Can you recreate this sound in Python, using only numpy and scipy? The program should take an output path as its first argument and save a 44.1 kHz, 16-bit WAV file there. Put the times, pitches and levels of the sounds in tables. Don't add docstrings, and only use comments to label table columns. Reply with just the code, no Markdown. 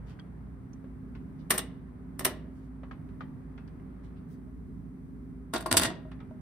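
import sys
import numpy as np
from scipy import signal
from scipy.fft import rfft, irfft, next_fast_len
from scipy.io import wavfile
from scipy.ndimage import uniform_filter1d, map_coordinates

SR = 44100
rng = np.random.default_rng(int(sys.argv[2]) if len(sys.argv) > 2 else 0)


def store_pcm(level_fs):
    pcm = np.round(np.clip(level_fs, -1, 1) * 32767).astype(np.int16)
    wavfile.write(sys.argv[1], SR, np.atleast_2d(pcm).T)


N = 282681

# (time [s], level [dB], body [dB before thump_db], snap [dB], chatter t60 [s], favoured mode [Hz], boost [dB])
SWITCH_CONTACTS = [(1.504, -10.5, -14, 0.5, .03, 1795, 6.5), (1.517, -22.5, -5.5, -4.5, .02, 2800, 5.5),
                   (1.527, -33, -9, -1.5, .11, 9700, 1.5), (1.578, -17, -18.5, -0.5, .022, 8720, 6.5),
                   (1.588, -24.5, -8.5, -13, .03, 3600, 13), (2.192, -27, -10, 1.5, .022, 5560, 5),
                   (2.200, -39, -0.5, -8, 0.071, 1795, 2), (2.247, -13.5, -23, 3, .025, 5560, 1),
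                   (2.252, -17.5, -9, -2.5, .02, 1795, 6.5), (2.260, -25.5, -3.5, -3, .035, 2800, 8.5),
                   (2.286, -41, -14, -6, .07, 2800, 10)]
DROP_CONTACTS = [(5.535, -23, -3.5, -1, .03, 1430, 10), (5.543, -25.5, 0.5, -4, .04, 640, 7.5),
                 (5.556, -24, -5.5, -15.5, .045, 3550, 6), (5.579, -36.5, -5, 7.5, 0.021, 632, 7.5),
                 (5.603, -38, -7, 2, .042, 4570, 7), (5.624, -37, -1, -1, .015, 8360, -2),
                 (5.657, -35.5, 7.5, -16, .045, 1060, 9), (5.662, -27.5, -13, 4.5, 0.016, 4570, 9.5),
                 (5.7125, -11, -10, -5.5, .018, 8360, 2.5), (5.7265, -4, -12.5, -1.5, 0.0049, 8360, 1.5),
                 (5.739, -31.5, 10.5, -24, 0.036, 940, 6), (5.7675, -5.5, -19, 0, .03, 10100, 6.5),
                 (5.774, -10, -15.5, -3.5, .022, 4700, 11), (5.7955, -18, -6, 1.5, 0.013, 10100, 2),
                 (5.812, -19.5, -6, -1.5, 0.049, 4570, 1.5), (5.8325, -13, -16.5, -3, .022, 1860, 9.5),
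                 (5.842, -21.5, -8.5, -6, 0.069, 1860, 9.5), (5.853, -20.5, -10.5, -15.5, .025, 1670, 16),
                 (5.898, -40, 4.5, -13, 0.047, 1060, -3), (5.952, -48, -5, -38, 0.034, 1805, 19)]
# (frequency [Hz], width [Hz], gain [dB])
DECK_MODES = [(247, 65, 7.5), (326, 31, -0.5), (645, 26, 6), (943, 50, -3), (1056, 90, -3), (1415, 60, 1.5),
              (1652, 87, -5), (1870, 55, -0.5), (2825, 88, -2), (3600, 400, -4), (4675, 130, -2.5),
              (8330, 760, 0), (10070, 340, -1), (12300, 120, 0)]
# (frequency [Hz], width [Hz], gain [dB])
SWITCH_MODES = [(194, 62, 19), (369.2, 18, 10), (607, 26, 6), (1041, 48, -1), (1210, 410, -3.5),
                (1795, 130, 3), (1950, 42, -0.5), (2861, 70, 1), (3600, 300, -10.5), (5560, 200, -5.5),
                (8600, 400, 1.5), (9700, 560, 1), (10760, 330, 4.5), (13200, 740, 5)]
# (time [s], frequency [Hz], level before the soft start [dB], t60 [s])
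SLAP_PUSHES = [(5.719, 97, -23.5, 0.21), (5.74, 177.3, -34.5, 0.81), (5.778, 82.4, -31, 0.16),
               (5.859, 122, -19.5, 0.068)]
# (time [s], ring peak [dB], ring [Hz], upper ring [Hz], crack re ring [dB])
TICK_TAPS = [(0.191, -46, 1570, 1910, -6), (0.197, -45, 3280, 4480, -15), (0.733, -53.5, 5900, 6230, -9),
             (.842, -43.5, 430, 524, -10.5), (1.151, -59.5, 2424, 2850, 14.5), (2.833, -43.5, 563, 1246, 1),
             (2.912, -37, 1273, 1590, -4.5), (3.089, -62, 2500, 2920, 8.5), (3.208, -32.5, 1252, 1460, -6),
             (3.578, -52.5, 2040, 3300, 7), (3.678, -59, 4780, 5240, 4), (3.799, -58.5, 2080, 2775, -15),
             (6.116, -53.5, 2880, 8780, 12), (6.193, -54, 1860, 2160, -16), (6.204, -48, 847, 3665, 4)]
# (time [s], ring peak [dB], crack re ring [dB])
PING_TAPS = [(4.47, -57, -11), (5.985, -55.5, -22), (6.053, -44.5, -21), (6.311, -44.5, -15.5)]
# (frequency [Hz], width [Hz], relative level [dB])
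PING_MODES = [(630, 13, 0), (634, 30, -13.5), (950, 45, -3.5), (1190, 50, -18.5)]
# (time [s], length [s], level before the swell [dB], centre [Hz], spread [octaves])
RUB_CONTACTS = [(0.052, 0.084, -67.5, 1190, 2.1), (1.38, 0.034, -74, 3770, 0.7),
                (2.497, 0.2, -82.5, 4000, 2), (4.026, 0.041, -72.5, 2400, 1.5),
                (4.159, 0.022, -73.5, 2960, 0.64), (4.273, 0.083, -74, 7800, 2.3)]
# (frequency [Hz], level [dB rms], width [Hz])
HUM_TONES = [(55.6, -54.5, 2), (58.6, -52, 1.3), (76.1, -60, 2.1), (136.1, -63.5, 5), (156.8, -53.5, 1.3),
             (184.2, -56, 3.4), (239.6, -56.5, 2.5), (260.9, -50, 1.5), (380.7, -63, 22)]
# (frequency [Hz], relative density [dB per Hz])
RUMBLE_COLOUR = [(25, -26), (40, -10), (55, -11), (100, 0), (200, -1), (290, -5.5), (340, -15),
                 (430, -12.5), (520, -34.5), (800, -57)]
AIR_COLOUR = [(260, -29), (450, -7), (573, -6), (1020, -10.5), (1100, -15), (1240, -11), (2060, -17.5),
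              (2790, -30), (5000, -39.5), (6500, -72.5), (11000, -120)]
HISS_COLOUR = [(1500, -20), (3000, -6), (5000, -0.5), (7000, 1), (9500, 4.5), (12500, -6), (14500, -2.5),
               (15300, -29.5), (17000, -42)]
# (time [s], level [dB])
AIR_LEVEL_DB = [(0, -61.5), (.66, -64.5), (1.5, -63), (2.7, -64), (4.03, -62.5), (4.55, -66.5), (5.5, -66),
                (6.1, -63.5), (6.41, -64)]
# (frequency [Hz], width [Hz], gain [dB])
AIR_BAND = (1100, 110, -1)
# (frequency [Hz], t60 [s])
NOOK_T60 = [(300, 0.33), (1000, 0.15), (3000, 0.13), (6000, 0.079), (12000, 0.048)]
# (frequency [Hz], left-right likeness [-1..1])
NEAR_LIKENESS = [(300, .92), (700, .8), (1200, .5), (2000, 0.4246), (5000, 0.039), (7000, 0.48), (14000, 1)]
FAR_LIKENESS = [(60, 1), (130, 0.61), (290, 0.64), (640, 0.033), (5000, 0.045), (8000, 0.97), (14000, 1)]
# (frequency [Hz], left minus right [dB])
NEAR_BALANCE = [(300, -1.5), (1500, 1.5), (2500, 3.5), (4500, -5), (7000, 0.3)]
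FAR_BALANCE = [(60, -1), (180, -2.5), (400, -0.5), (800, 0.75)]

BURST_SAMPLES, LEAD_SAMPLES, SPAN_SAMPLES = 2 ** 14, 256, 2 ** 15
RISE_SHARE = 0.078
FAVOUR_OCTAVES = .08
TICK_WIDTH_HZ, TICK_Q = 30, 40
UPPER_RING_DB = -4.5
CRACK_TOP_HZ, CRACK_TOP_PER_RING = 2830, 0.96
UPPER_HZ, UPPER_RISE_DB, UPPER_RISE_S = 200, 14, 0.87
BUZZ_HZ, BUZZ_DB, BUZZ_HOLD_S, BUZZ_FADE_DB_PER_S = 121, -52.5, 0.63, 56
LAG_S = .000215
TOP_HZ = 16600


def amp(db):
    return 10 ** (np.asarray(db) / 20)


def unit(x):
    return x / np.sqrt(np.mean(x ** 2) + 1e-20)


def along(points, hz):
    f, v = np.transpose(points)
    return np.interp(np.log(hz + 1), np.log(f + 1), v)


def curve(rows):
    return amp(np.interp(np.arange(N) / SR, *np.transpose(rows)))


def filtered(x, response):
    m = 2 * next_fast_len(x.shape[-1] // 2 + 4096)
    z = rfft(x, m) * response(np.fft.rfftfreq(m, 1 / SR))
    return irfft(z, m)[..., :x.shape[-1]]


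def mode(f, hz, width_hz):
    return 1j * f * width_hz / (hz * hz - f * f + 1j * f * width_hz)


def noise(colour):
    return unit(filtered(rng.standard_normal((2, N)), lambda f: amp(along(colour, f))))


def ports(pair, likeness, balance):
    def mid_side(f):
        angle = np.arccos(np.clip(along(likeness, f), -1, 1)) / 2
        return np.array([np.cos(angle), np.sin(angle)])

    mid, side = filtered(pair, mid_side)
    left_right = np.array([mid + side, mid - side])
    return filtered(left_right, lambda f: amp(along(balance, f) * [[.5], [-.5]]))


def add(out, time_s, sound, wet_db):
    hz, t, z = signal.stft(rng.standard_normal((2, SPAN_SAMPLES // 2)), SR, nperseg=256)
    fall_db = -60 * t / along(NOOK_T60, hz)[:, None]
    decay = amp(fall_db) + amp(-8.5 + fall_db / 3.3)
    tail = signal.istft(z * decay, SR, nperseg=256)[1]
    tail = tail / np.linalg.norm(tail[0])
    wet = signal.fftconvolve(sound[:, :SPAN_SAMPLES // 2], tail, axes=1)[:, :SPAN_SAMPLES - 400]
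    at = round(time_s * SR)
    out[:, at:at + sound.shape[1]] += sound
    out[:, at + 300:at + 300 + wet.shape[1]] += amp(wet_db) * wet


def clacks(contacts, modes, thump_db, wet_db):
    out = np.zeros((2, N + 2 * SPAN_SAMPLES))
    t = np.clip(np.arange(BURST_SAMPLES) - LEAD_SAMPLES, 0, None) / SR
    for time_s, db, body_db, snap_db, t60_s, favoured_hz, favour_db in contacts:
        rise = 1 - np.exp(-(t / (RISE_SHARE * t60_s)) ** 2)
        shape = amp(-60 * (t / t60_s) ** 1.46) * rise
        rebounds = amp(3 * unit(uniform_filter1d(rng.standard_normal(BURST_SAMPLES), size=60)))
        z = rfft(rng.standard_normal((2, BURST_SAMPLES)) * shape * rebounds, 2 * BURST_SAMPLES)
        power = abs(z) ** 2
        even = np.sqrt(np.mean(power) / uniform_filter1d(power, size=150, axis=1))
        chatter = irfft(z * even)[:, :BURST_SAMPLES]
        colour = [(70, body_db + thump_db - 30.0), (300, body_db + thump_db), (900, body_db + 13.0),
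                  (3000, 0.43), (6500, -1), (10000, snap_db - 1.0), (15000, snap_db - 7.5),
                  (16500, snap_db - 27.5)]
        spread_db, shifts = rng.normal(0, [[2.5], [.012]], (2, len(modes)))

        def response(f):
            rings = 0.5
            for (hz, width_hz, gain_db), vary_db, shift in zip(modes, spread_db, shifts):
                nearness = np.exp(-(np.log2(hz / favoured_hz) / FAVOUR_OCTAVES) ** 2)
                gain = amp(gain_db + vary_db + favour_db * nearness)
                rings = rings + gain * mode(f, hz * (1 + shift), width_hz)
            return amp(along(colour, f)) * rings

        add(out, time_s - LEAD_SAMPLES / SR, amp(db) * filtered(chatter, response), wet_db)
    return out[:, :N]


def record_drop():
    return clacks(DROP_CONTACTS, DECK_MODES, thump_db=11.5, wet_db=-8.5)


def slap():
    out = np.zeros(N)
    for time_s, hz, db, t60_s in SLAP_PUSHES:
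        t = np.clip(np.arange(N) / SR - time_s, 0, None)
        out += amp(db - 60 * t / t60_s) * (1 - np.exp(-t / 0.011)) * np.sin(2 * np.pi * hz * t)
    return out


def slide_switch():
    return clacks(SWITCH_CONTACTS, SWITCH_MODES, thump_db=8.0, wet_db=-9)


def ticks():
    out, t = np.zeros((2, N + 2 * SPAN_SAMPLES)), np.arange(BURST_SAMPLES) / SR
    taps = []
    for time_s, db, hz, upper_hz, crack_db in TICK_TAPS:
        lower = (hz, TICK_WIDTH_HZ + hz / TICK_Q, 0)
        upper = (upper_hz, TICK_WIDTH_HZ + upper_hz / TICK_Q, UPPER_RING_DB)
        taps.append((time_s, db, crack_db, [lower, upper]))
    taps += [(time_s, db, crack_db, PING_MODES) for time_s, db, crack_db in PING_TAPS]
    for time_s, db, crack_db, rings in taps:
        scrape = rng.standard_normal((2, BURST_SAMPLES)) * amp(-60 * t / 0.017)

        def ring_response(f):
            strike = np.exp(1j * np.angle(rfft(scrape, 2 * len(f) - 2)))
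            dull = 1 / (1 + 1j * f / (2 * rings[-1][0])) ** 3
            return strike * dull * sum(amp(g) * mode(f, hz, width) / width for hz, width, g in rings)

        ring = filtered(np.eye(1, BURST_SAMPLES), ring_response)
        blow = rng.standard_normal((2, BURST_SAMPLES)) * amp(-60 * t / 0.057) * (1 - np.exp(-t / 0.0026))
        top_hz = CRACK_TOP_HZ + CRACK_TOP_PER_RING * rings[0][0]
        crack = filtered(blow, lambda f: mode(f, 1200, 1400) / (1 + 1j * f / top_hz) ** 4)
        add(out, time_s - .001, amp(db) * ring / abs(ring).max(), wet_db=-21)
        add(out, time_s - .001, amp(db + crack_db) * crack / abs(crack).max(), wet_db=-7.5)
    return out[:, :N]


def rubs():
    out, t = np.zeros((2, N + 2 * SPAN_SAMPLES)), np.arange(SPAN_SAMPLES) / SR
    for time_s, length_s, db, hz, octaves in RUB_CONTACTS:
        grit = amp(4 * unit(uniform_filter1d(rng.standard_normal(SPAN_SAMPLES), 150)))
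        band = filtered(rng.standard_normal((2, SPAN_SAMPLES)),
                        lambda f: np.exp(-(np.log2((f + 1) / hz) / octaves) ** 2))
        swell = np.sin(np.pi * np.clip(t / length_s, 0, 1))
        add(out, time_s, amp(db) * unit(band * grit) * swell, wet_db=2.0)
    return out[:, :N]


def tone(hz, width_hz):
    t = np.arange(N) / SR
    drift = np.cumsum(rng.standard_normal(N)) * np.sqrt(2 * np.pi * width_hz / SR)
    waver = map_coordinates(rng.standard_normal(64), [t * 6])
    return np.sqrt(2) * amp(1.6 * waver) * np.sin(2 * np.pi * hz * t + uniform_filter1d(drift, 1500))


def hum():
    t = np.arange(N) / SR
    rise = amp(-UPPER_RISE_DB * np.clip(1 - t / UPPER_RISE_S, 0, 1))
    tones = np.zeros(N)
    for hz, db, width_hz in HUM_TONES:
        tones += amp(db) * tone(hz, width_hz) * (rise if hz > UPPER_HZ else 1)
    buzz_db = BUZZ_DB - BUZZ_FADE_DB_PER_S * np.clip(t - BUZZ_HOLD_S, 0, None)
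    tones += amp(buzz_db) * tone(BUZZ_HZ, 2.0)
    swell = amp(1.2 * map_coordinates(rng.standard_normal(64), [t * 4]))
    rumble = amp(-47.5) * swell * noise(RUMBLE_COLOUR)
    return rumble + tones * [[1], [0]]


def room_air():
    hz, width_hz, db = AIR_BAND
    air = filtered(noise(AIR_COLOUR), lambda f: 1 + amp(db) * mode(f, hz, width_hz))
    return curve(AIR_LEVEL_DB) * air


def scene():
    player = record_drop() + slide_switch() + ticks() + rubs()
    background = hum() + room_air()
    near = ports(player, NEAR_LIKENESS, NEAR_BALANCE)
    return near + slap() + ports(background, FAR_LIKENESS, FAR_BALANCE)


def record(dry):
    hissy = dry + ports(amp(-85.5) * noise(HISS_COLOUR), FAR_LIKENESS, FAR_BALANCE)

    def response(f):
        turn = np.pi * np.clip(f * LAG_S - 1, 0, None)
        return np.exp(1j * turn * [[-1], [1]]) * (f < TOP_HZ)

    return filtered(hissy, response)


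dry = scene()
out = record(dry)
store_pcm(out)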